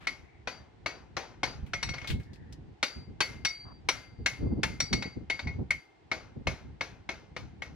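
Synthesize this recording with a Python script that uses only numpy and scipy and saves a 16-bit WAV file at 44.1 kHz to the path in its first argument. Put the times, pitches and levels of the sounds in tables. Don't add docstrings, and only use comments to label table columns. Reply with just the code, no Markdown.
import sys
import numpy as np
from scipy import signal
from scipy.fft import rfft, irfft, next_fast_len
from scipy.io import wavfile
from scipy.ndimage import uniform_filter1d

SR = 44100
rng = np.random.default_rng(int(sys.argv[2]) if len(sys.argv) > 2 else 0)


def master(y):
    cut = np.clip(np.atleast_2d(y).T, -1, 1)
    pcm = np.round(cut * 32767)
    wavfile.write(sys.argv[1], SR, pcm.astype(np.int16))


N = 341775


def amp(db):
    return 10 ** (np.asarray(db) / 20)


def evened(x):
    return x / np.sqrt(np.mean(x ** 2) + 1e-20)


def read(points, hz):
    f, value = np.transpose(points)
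    return np.interp(np.log(hz + 1), np.log(f + 1), value)


def by_hardness(soft_hard, hard):
    soft, stiff = soft_hard
    return soft + (stiff - soft) * hard


def smoothed(x, span):
    return uniform_filter1d(uniform_filter1d(x, span), span)


def add(mix, s, sound):
    part = mix[..., round(s * SR):][..., :sound.shape[-1]]
    part += sound[..., :part.shape[-1]]


def noise(length, shape, same, size=128):
    t = np.arange(length * 4 // size + 5) * size / 4 / SR
    hz = np.fft.rfftfreq(size, 1 / SR)[:, None]
    a, b, c, d = rng.standard_normal((len(t), len(hz), 4)).T
    like = np.clip(same(hz), -1, 1)
    left = a + 1j * b
    right = like * left + np.sqrt(1 - like ** 2) * (c + 1j * d)
    spectra = np.array([left, right]) * shape(t, hz)
    return signal.istft(spectra, nperseg=size, noverlap=size * 3 // 4)[1][:, :length]


def blow(crack_db, horn_db, waist_db, low_db, high_db, hard, horn_t60_s, free_s):
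    shoe_return_db, steel_return_db = -3.5, -6
    t = np.arange(SR * 2 // 3) / SR
    contact = crack(hard, t)
    clank = shoe_clank(hard, t[:SR // 4])
    steel = steel_ring(crack_db, horn_db, waist_db, low_db, high_db, horn_t60_s, free_s, hard, t)
    echoes = yard_echoes()
    steel_return = signal.fftconvolve(steel[None], echoes, axes=1)[:, :len(t)]
    steel = steel + amp(steel_return_db) * steel_return
    add(contact, 0, clank)
    add(contact, 0, amp(shoe_return_db) * signal.fftconvolve(clank, echoes, axes=1))
    return amp(crack_db) * contact + steel


def crack_colour(hz, hard):
    # frequency in Hz, level in relative dB per Hz.
    crack_spectrum = [(120, -45.5), (200, -12.5), (1450, -8.5), (1770, -4.5), (2170, -1.5), (3430, -9.5),
                      (3760, -10.5), (5840, -13.5), (7540, -22.5), (10100, -26), (16000, -67)]
    thud_db = by_hardness((10.5, -2.5), hard)
    treble_db = by_hardness((-11.5, 0.5), hard)
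    tilt = [(900, thud_db), (1800, 0.024), (6000, 0.0046), (8000, treble_db)]
    return read(crack_spectrum, hz) + read(tilt, hz)


def crack(hard, t):
    # centre in Hz, width in Hz, peak in dB on the rattle.
    stand = [(278, 20, 11), (597, 47, -13), (806, 79, 5.5), (1460, 94, 22), (2090, 52, -3),
             (2120, 74, -15.5), (4198, 65, 15), (6415, 47, 10.5)]
    # frequency in Hz, t60 in s.
    yard_t60 = [(300, 0.51), (1000, 0.54), (2500, 0.43), (5000, 0.3), (9000, 0.3), (15000, 0.2)]
    # frequency in Hz, level in dB.
    yard_colour = [(300, -4.5), (1000, -12.5), (3000, -11.5), (6500, -1), (9000, -7), (15000, 20.5)]
    # frequency in Hz, left-right likeness from 0 to 1.
    crack_same = [(1000, 0.66), (8000, 0.7), (11000, 1)]
    crack_t60_s, rise_s = .055, 0.0011
    hedge_end_s, hedge_fade_s, hedge_db = 0.11, 0.026, -20.5
    thump_hz, thump_t60_s = 85, 0.047
    rattle_db = by_hardness((-2.5, -14.5), hard)
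    thump_db = by_hardness((0.5, -58), hard)

    def shape(u, hz):
        peaks_db = sum(db / (1 + (2 * (hz - f) / width) ** 2) for f, width, db in stand)
        hedge = amp(2 * hedge_db) / (1 + np.exp(np.minimum((u - hedge_end_s) / hedge_fade_s, 50)))
        decay = amp(-120 * u / read(yard_t60, hz))
        scatter = amp(2 * (rattle_db + peaks_db + read(yard_colour, hz))) * (decay + hedge)
        direct = amp(1.96 * peaks_db - 120 * u / crack_t60_s)
        drift = uniform_filter1d(rng.standard_normal((len(u), len(hz))).T, size=40, axis=1)
        bumps_db = 1.8 * evened(drift)
        return amp(crack_colour(hz, hard) + bumps_db) * np.sqrt(direct + scatter)

    burst = noise(len(t), shape, lambda hz: read(crack_same, hz), size=256)
    burst = burst * (1 - np.exp(-t / rise_s))
    burst = burst / np.sqrt(2 * np.mean(burst[:, :SR // 70] ** 2))
    thump = amp(thump_db - 60 * t / thump_t60_s) * np.sin(2 * np.pi * thump_hz * t)
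    return burst + thump


def steel_ring(crack_db, horn_db, waist_db, low_db, high_db, horn_t60_s, free_s, hard, t):
    horn_hz = [1960, 2140, 2176, 2200, 2440]
    waist_hz = [4652, 4698]
    low_face_hz = [3682, 3822, 4120, 4250, 4505]
    high_face_hz = [5476, 5655, 6095, 6570, 6810, 8012, 8477, 9050, 11200]
    # relative level in dB, ring time as a share of the part's t60.
    horn_modes = [(-8, .6), (-4, .55), (0, 1), (-6, .5), (-10, .35)]
    waist_modes = [(-1.7, 1), (0.15, .25)]
    low_face_modes = [(-7, .7), (-9, .8), (-4, .65), (-10, .6), (0, .9)]
    high_face_modes = [(-6, .6), (0, .7), (-6, .5), (-14, .45), (-14, .5), (-18, .7), (-24, .6), (-26, .6),
                       (-30, .8)]
    base_hz, base_t60_s = [2096, 2128], .8
    base_db = by_hardness((-34.5, -27.5), hard)
    face_t60_s, waist_t60_s, waist_build_s = 0.1, 0.97, .025
    damped_db_per_s = 262.5
    contact_s = 0.0025
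    waver_db, waver_s = 2, .015

    steel = ring(horn_hz, horn_modes, horn_db, horn_t60_s, t)
    steel += ring(base_hz, [(1, 1), (-5, 1.0)], crack_db + base_db, base_t60_s, t)
    waist = ring(waist_hz, waist_modes, waist_db, waist_t60_s, t)
    waist *= 1 - np.exp(-(t / waist_build_s) ** 2)
    steel += waist * amp(-damped_db_per_s * np.maximum(t - free_s, 0))
    steel += ring(low_face_hz, low_face_modes, low_db, face_t60_s, t)
    steel += ring(high_face_hz, high_face_modes, high_db, face_t60_s, t)
    steel *= 1 - np.exp(-t / contact_s)
    waver = evened(smoothed(rng.standard_normal(len(t)), round(waver_s * SR)))
    return steel * amp(waver_db * waver)


def ring(hz, modes, db, t60_s, t):
    mode_db, share = np.transpose(modes)[..., None]
    t60_s = max(t60_s, .02)
    spread_db = 2 * rng.standard_normal((len(modes), 1))
    u = t[t < 1.2 * share.max() * t60_s]
    level = amp(db + mode_db + spread_db - 60 * u / (share * t60_s))
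    tones = level * np.sin(2 * np.pi * np.outer(hz, u))
    return np.pad(tones.sum(0), (0, len(t) - len(u)))


def shoe_clank(hard, t):
    crowd_db = by_hardness((-3, -14), hard)
    spread = shoe_modes((450, 7000), -10, hard, t, count=36)
    crowd = shoe_modes((1900, 2600), crowd_db, hard, t, count=7)
    return spread + crowd


def shoe_modes(band_hz, db, hard, t, count):
    t60_s, rise_s = 0.092, 0.00069
    max_loss_db = 8
    place, strength, ring_time, side = rng.random((count, 4)).T[..., None]
    hz = band_hz[0] * (band_hz[1] / band_hz[0]) ** place
    mode_db = db + crack_colour(hz, hard) + max_loss_db * (strength - 1)
    level = amp(mode_db - 60 * t / (t60_s * (.5 + ring_time)))
    modes = level * np.sin(2 * np.pi * (hz * t + ring_time)) * (1 - np.exp(-t / rise_s))
    return np.array([(modes * np.cos(side)).sum(0), (modes * np.cos(1 - side)).sum(0)])


def yard_echoes():
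    t60_s = .18
    echoes = noise(SR // 4, lambda u, hz: amp(-60 * u / t60_s) + 0 * hz, lambda hz: .5 + 0 * hz)
    return echoes / np.linalg.norm(echoes[0])


def clink(db, hz, decay_s):
    tail_gain, tail_s = 0.082, 0.032
    peak = [(hz / 4, -14), (hz, 0), (hz * 1.23, -8), (16000, -30)]  # Hz, dB

    def shape(u, f):
        fade = np.exp(-u / max(decay_s, .002)) + tail_gain * np.exp(-u / tail_s)
        return amp(read(peak, f)) * fade

    tick = noise(SR // 4, shape, lambda f: 0.23 + 0 * f)
    return amp(db) * tick / np.sqrt(np.mean(tick[:, :SR // 200] ** 2))


def scrape(length_s, hz, width_hz, db):
    resonance = lambda u, f: 1 / (1 + (2 * (f - hz) / width_hz) ** 2) + 0 * u
    rub = noise(round(length_s * SR), resonance, lambda f: 0.3 + 0 * f, size=512)
    return amp(db) * evened(rub) * signal.windows.tukey(rub.shape[1], .4)


def ports(x):
    # frequency in Hz, phase by which left leads in radians.
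    port_turn = [(300, -.1), (1000, -.3), (2200, -.55), (4500, -1.25), (8000, -2), (10500, -1),
                 (12500, -.2)]
    # frequency in Hz, left minus right in dB.
    port_tilt = [(300, 3), (640, 3.5), (2000, 4.5), (4500, 4.5), (8000, 0.5), (12000, -0.5)]
    size = next_fast_len(N)
    hz = np.fft.rfftfreq(size, 1 / SR)
    half = np.exp(.5j * read(port_turn, hz)) * amp(read(port_tilt, hz) / 2)
    return irfft(rfft(x, size) * np.array([half, 1 / half]), size)[:, :N]


def wind():
    # time in s, low-band level in dB.
    breeze = [(0, -55.5), (1.1, -57), (1.4, -54.5), (1.9, -47.5), (2.45, -48), (2.72, -49.5), (2.78, -66),
              (2.95, -58), (3.4, -50), (3.52, -59), (3.75, -51), (4.35, -50.5), (4.8, -46.5), (5.65, -60),
              (5.8, -79), (6.15, -54.5), (6.6, -54.5), (7.27, -54.5), (7.45, -52.5), (7.75, -49.5)]
    # start in s, length in s, low-band level in dB,
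    # high-band level in dB on the low band.
    gusts = [(1.434, 0.074, -43, -36), (1.542, 0.099, -46, -26), (1.627, 0.029, -32, -31),
             (1.72, 0.092, -39.5, -21), (1.831, 0.16, -44.5, -23), (2.088, 0.14, -27.5, -13),
             (2.956, 0.097, -43.5, -2), (3.069, 0.11, -45, -5.5), (3.342, 0.12, -50, -2),
             (4.183, 0.095, -40.5, -8), (4.389, .38, -32, 0), (4.816, 0.036, -42, -8),
             (4.905, .13, -33.5, 1.5), (5.055, 0.031, -47, 11.5), (5.156, .1, -40.5, -2.5),
             (5.41, 0.4, -36.5, -6), (5.585, 0.05, -33.5, 1.5), (6.355, 0.072, -44, 1),
             (6.454, 0.099, -35, -9.5), (6.64, 0.11, -51.5, -10), (7.385, 0.13, -43.5, -10.5)]
    # frequency in Hz, level in relative dB per Hz.
    low_spectrum = [(12, -58.5), (20, -23.5), (40, -20), (59, 8.5), (91, 5), (129, 4.5), (220, -10.5),
                    (290, -34.5), (480, -120)]
    high_spectrum = [(110, -27), (180, 1), (312, -4.5), (495, -15), (634, -27), (764, -25.5), (1500, -47),
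                     (1950, -59), (3300, -120)]
    # frequency in Hz, left-right likeness from 0 to 1.
    wind_same = [(30, .65), (80, .62), (150, .4), (300, .05)]
    breeze_high_db = -6
    t = np.arange(N) / SR
    same = lambda hz: read(wind_same, hz)
    low_level = amp(np.interp(t, *np.transpose(breeze)))
    high_level = low_level * amp(breeze_high_db)
    for s, length_s, db, high_db in gusts:
        add(low_level, s, gust(length_s, db))
        add(high_level, s, gust(length_s, db + high_db))
    lumps_db = 3 * evened(smoothed(rng.standard_normal(N), 900))
    low = evened(noise(N, lambda u, hz: amp(read(low_spectrum, hz)) + 0 * u, same, size=2048))
    high = evened(noise(N, lambda u, hz: amp(read(high_spectrum, hz)) + 0 * u, same, size=1024))
    return (low * low_level + high * high_level) * evened(amp(lumps_db))


def gust(length_s, db):
    rise, sag_db = 0.21, -11.5
    u = np.linspace(0, 1, round(length_s * SR))
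    sag = amp(db + sag_db * np.maximum(u - rise, 0) / (1 - rise))
    swell = np.sin(np.pi / 2 * np.minimum(u / rise, 1))
    return sag * swell * np.minimum(10 - 10 * u, 1)


def air():
    # frequency in Hz, level in relative dB per Hz.
    hush_spectrum = [(59, -27.5), (100, 1), (166, -28.5), (298, -2), (395, -0.5), (565, -12), (764, -3),
                     (1180, -15.5), (1850, -14.5), (4480, -24.5), (9000, -40), (11700, -86), (19800, -120)]
    hush_db = -63.5
    shape = lambda u, hz: amp(read(hush_spectrum, hz)) + 0 * u
    return amp(hush_db) * evened(noise(N, shape, lambda hz: 0.067 + 0 * hz, size=1024))


def scene():
    # start in s, levels in dB of crack, horn, waist, low face and high face,
    # hardness from 0 to 1, horn t60 in s (at least 0.02 is used), time the waist rings freely in s.
    blows = [(0.07, -29, -24.5, -51, -35, -45, 0.59, 0.15, 0.036),
             (0.473, -30.5, -49, -49, -42, -65, 0.2, 0.25, 0.14),
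             (0.86, -29.5, -24.5, -49, -36, -52, 0.16, 0.062, 0.091),
             (1.167, -28.5, -82, -58, -45.5, -55, 0.12, .17, 0.11),
             (1.432, -25, -21.5, -42, -31, -35, 0.29, 0.064, 0.075),
             (1.734, -29, -29.5, -56, -42, -38, 0.46, 0.27, .1),
             (1.828, -31.5, -34.5, -54, -27.5, -25, 0.65, 0.26, .1),
             (1.889, -37.5, -35.5, -66, -34, -35, 0.5, 0.28, .1),
             (1.938, -39, -37, -73, -40, -41, 0.2, 0.089, .1),
             (1.981, -45, -30, -72, -63, -68, .6, .07, .1),
             (2.015, -46.5, -45.5, -70, -65, -68, 0.05, 0.096, .1),
             (2.044, -44.5, -44, -69, -62, -68, .2, 0.44, .1),
             (2.828, -22, -27, -37.5, -24.5, -29.5, 0.73, 0.072, .19),
             (3.205, -20, -28.5, -45, -26.5, -50, 0.72, 0.23, 0.39),
             (3.449, -24, -29, -33, -21.5, -19, 0.98, 0.24, 0.32),
             (3.887, -20, -30.5, -56, -29, -23.5, 0.73, 0.19, 0.53),
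             (4.26, -21, -27.5, -55.5, -34.5, -26.5, 0.75, 0.19, 0.51),
             (4.632, -21.5, -29.5, -54, -30, -38, 0.83, .19, 0.11),
             (4.802, -29, -33.5, -38.5, -25.5, -24, 0.82, 0.22, 0.16),
             (4.928, -28, -28, -36.5, -25.5, -27, 0.72, 0.23, 0.19),
             (5.023, -34.5, -39.5, -50, -39, -66, 0.4, 0.25, 0.058),
             (5.299, -28.5, -24.5, -48, -36, -53, 0.59, 0.18, .18),
             (5.392, -37.5, -38.5, -49.5, -44, -66, .2, 0.16, .1),
             (5.471, -42.5, -32.5, -63, -43, -64, 0.1, 0.18, 0.092),
             (5.706, -29.5, -19.5, -58.5, -38.5, -38.5, 1, 0.12, .1),
             (6.115, -28.5, -24.5, -58.5, -42.5, -60, 0.17, 0.053, .1),
             (6.47, -26, -28, -70, -45, -49.5, 0.36, 0.082, .1),
             (6.809, -30, -19, -62, -37, -58, 0.27, 0.027, .1),
             (7.09, -32, -25, -65, -63.5, -64, 0.16, 0.056, .06),
             (7.364, -36, -33, -70.5, -46.5, -45.5, 0.32, 0.072, .06),
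             (7.62, -38, -28, -72.5, -64, -60, 0.25, 0.07, .06)]
    # start in s, level in dB, centre in Hz,
    # decay constant in s (at least 0.002 is used).
    clinks = [(1.664, -56.5, 2490, 0.028), (2.074, -37.5, 4020, 0.032), (2.1014, -35.5, 3000, 0.016),
              (2.199, -55.5, 2140, 0.026), (2.232, -64, 5030, 0.027), (2.333, -57.5, 4850, 0.02),
              (2.358, -61, 2590, 0.0065), (2.5256, -51.5, 5460, 0.01)]
    # start in s, length in s, centre in Hz, width in Hz, level in dB.
    scrapes = [(0, 0.07, 1530, 3100, -55), (.12, 0.34, 2140, 350, -68), (1.84, 0.31, 2080, 2520, -54.5),
               (2.2, 0.402, 1790, 250, -68.5), (3.64, 0.1, 1030, 710, -56.5),
               (5.85, 0.059, 407, 100.8, -96)]
    anvil = np.zeros((2, N))
    for table, source in ((blows, blow), (clinks, clink), (scrapes, scrape)):
        for s, *settings in table:
            add(anvil, s, source(*settings))
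    return ports(anvil) + wind() + air()


def record(dry):
    limit, edge_hz = 0.29, 15900
    rounded = limit * np.tanh(dry / limit)
    lowpass = signal.firwin(511, edge_hz, window=("kaiser", 9), fs=SR)
    return signal.oaconvolve(rounded, lowpass[None], "same")


dry = scene()
out = record(dry)
master(out)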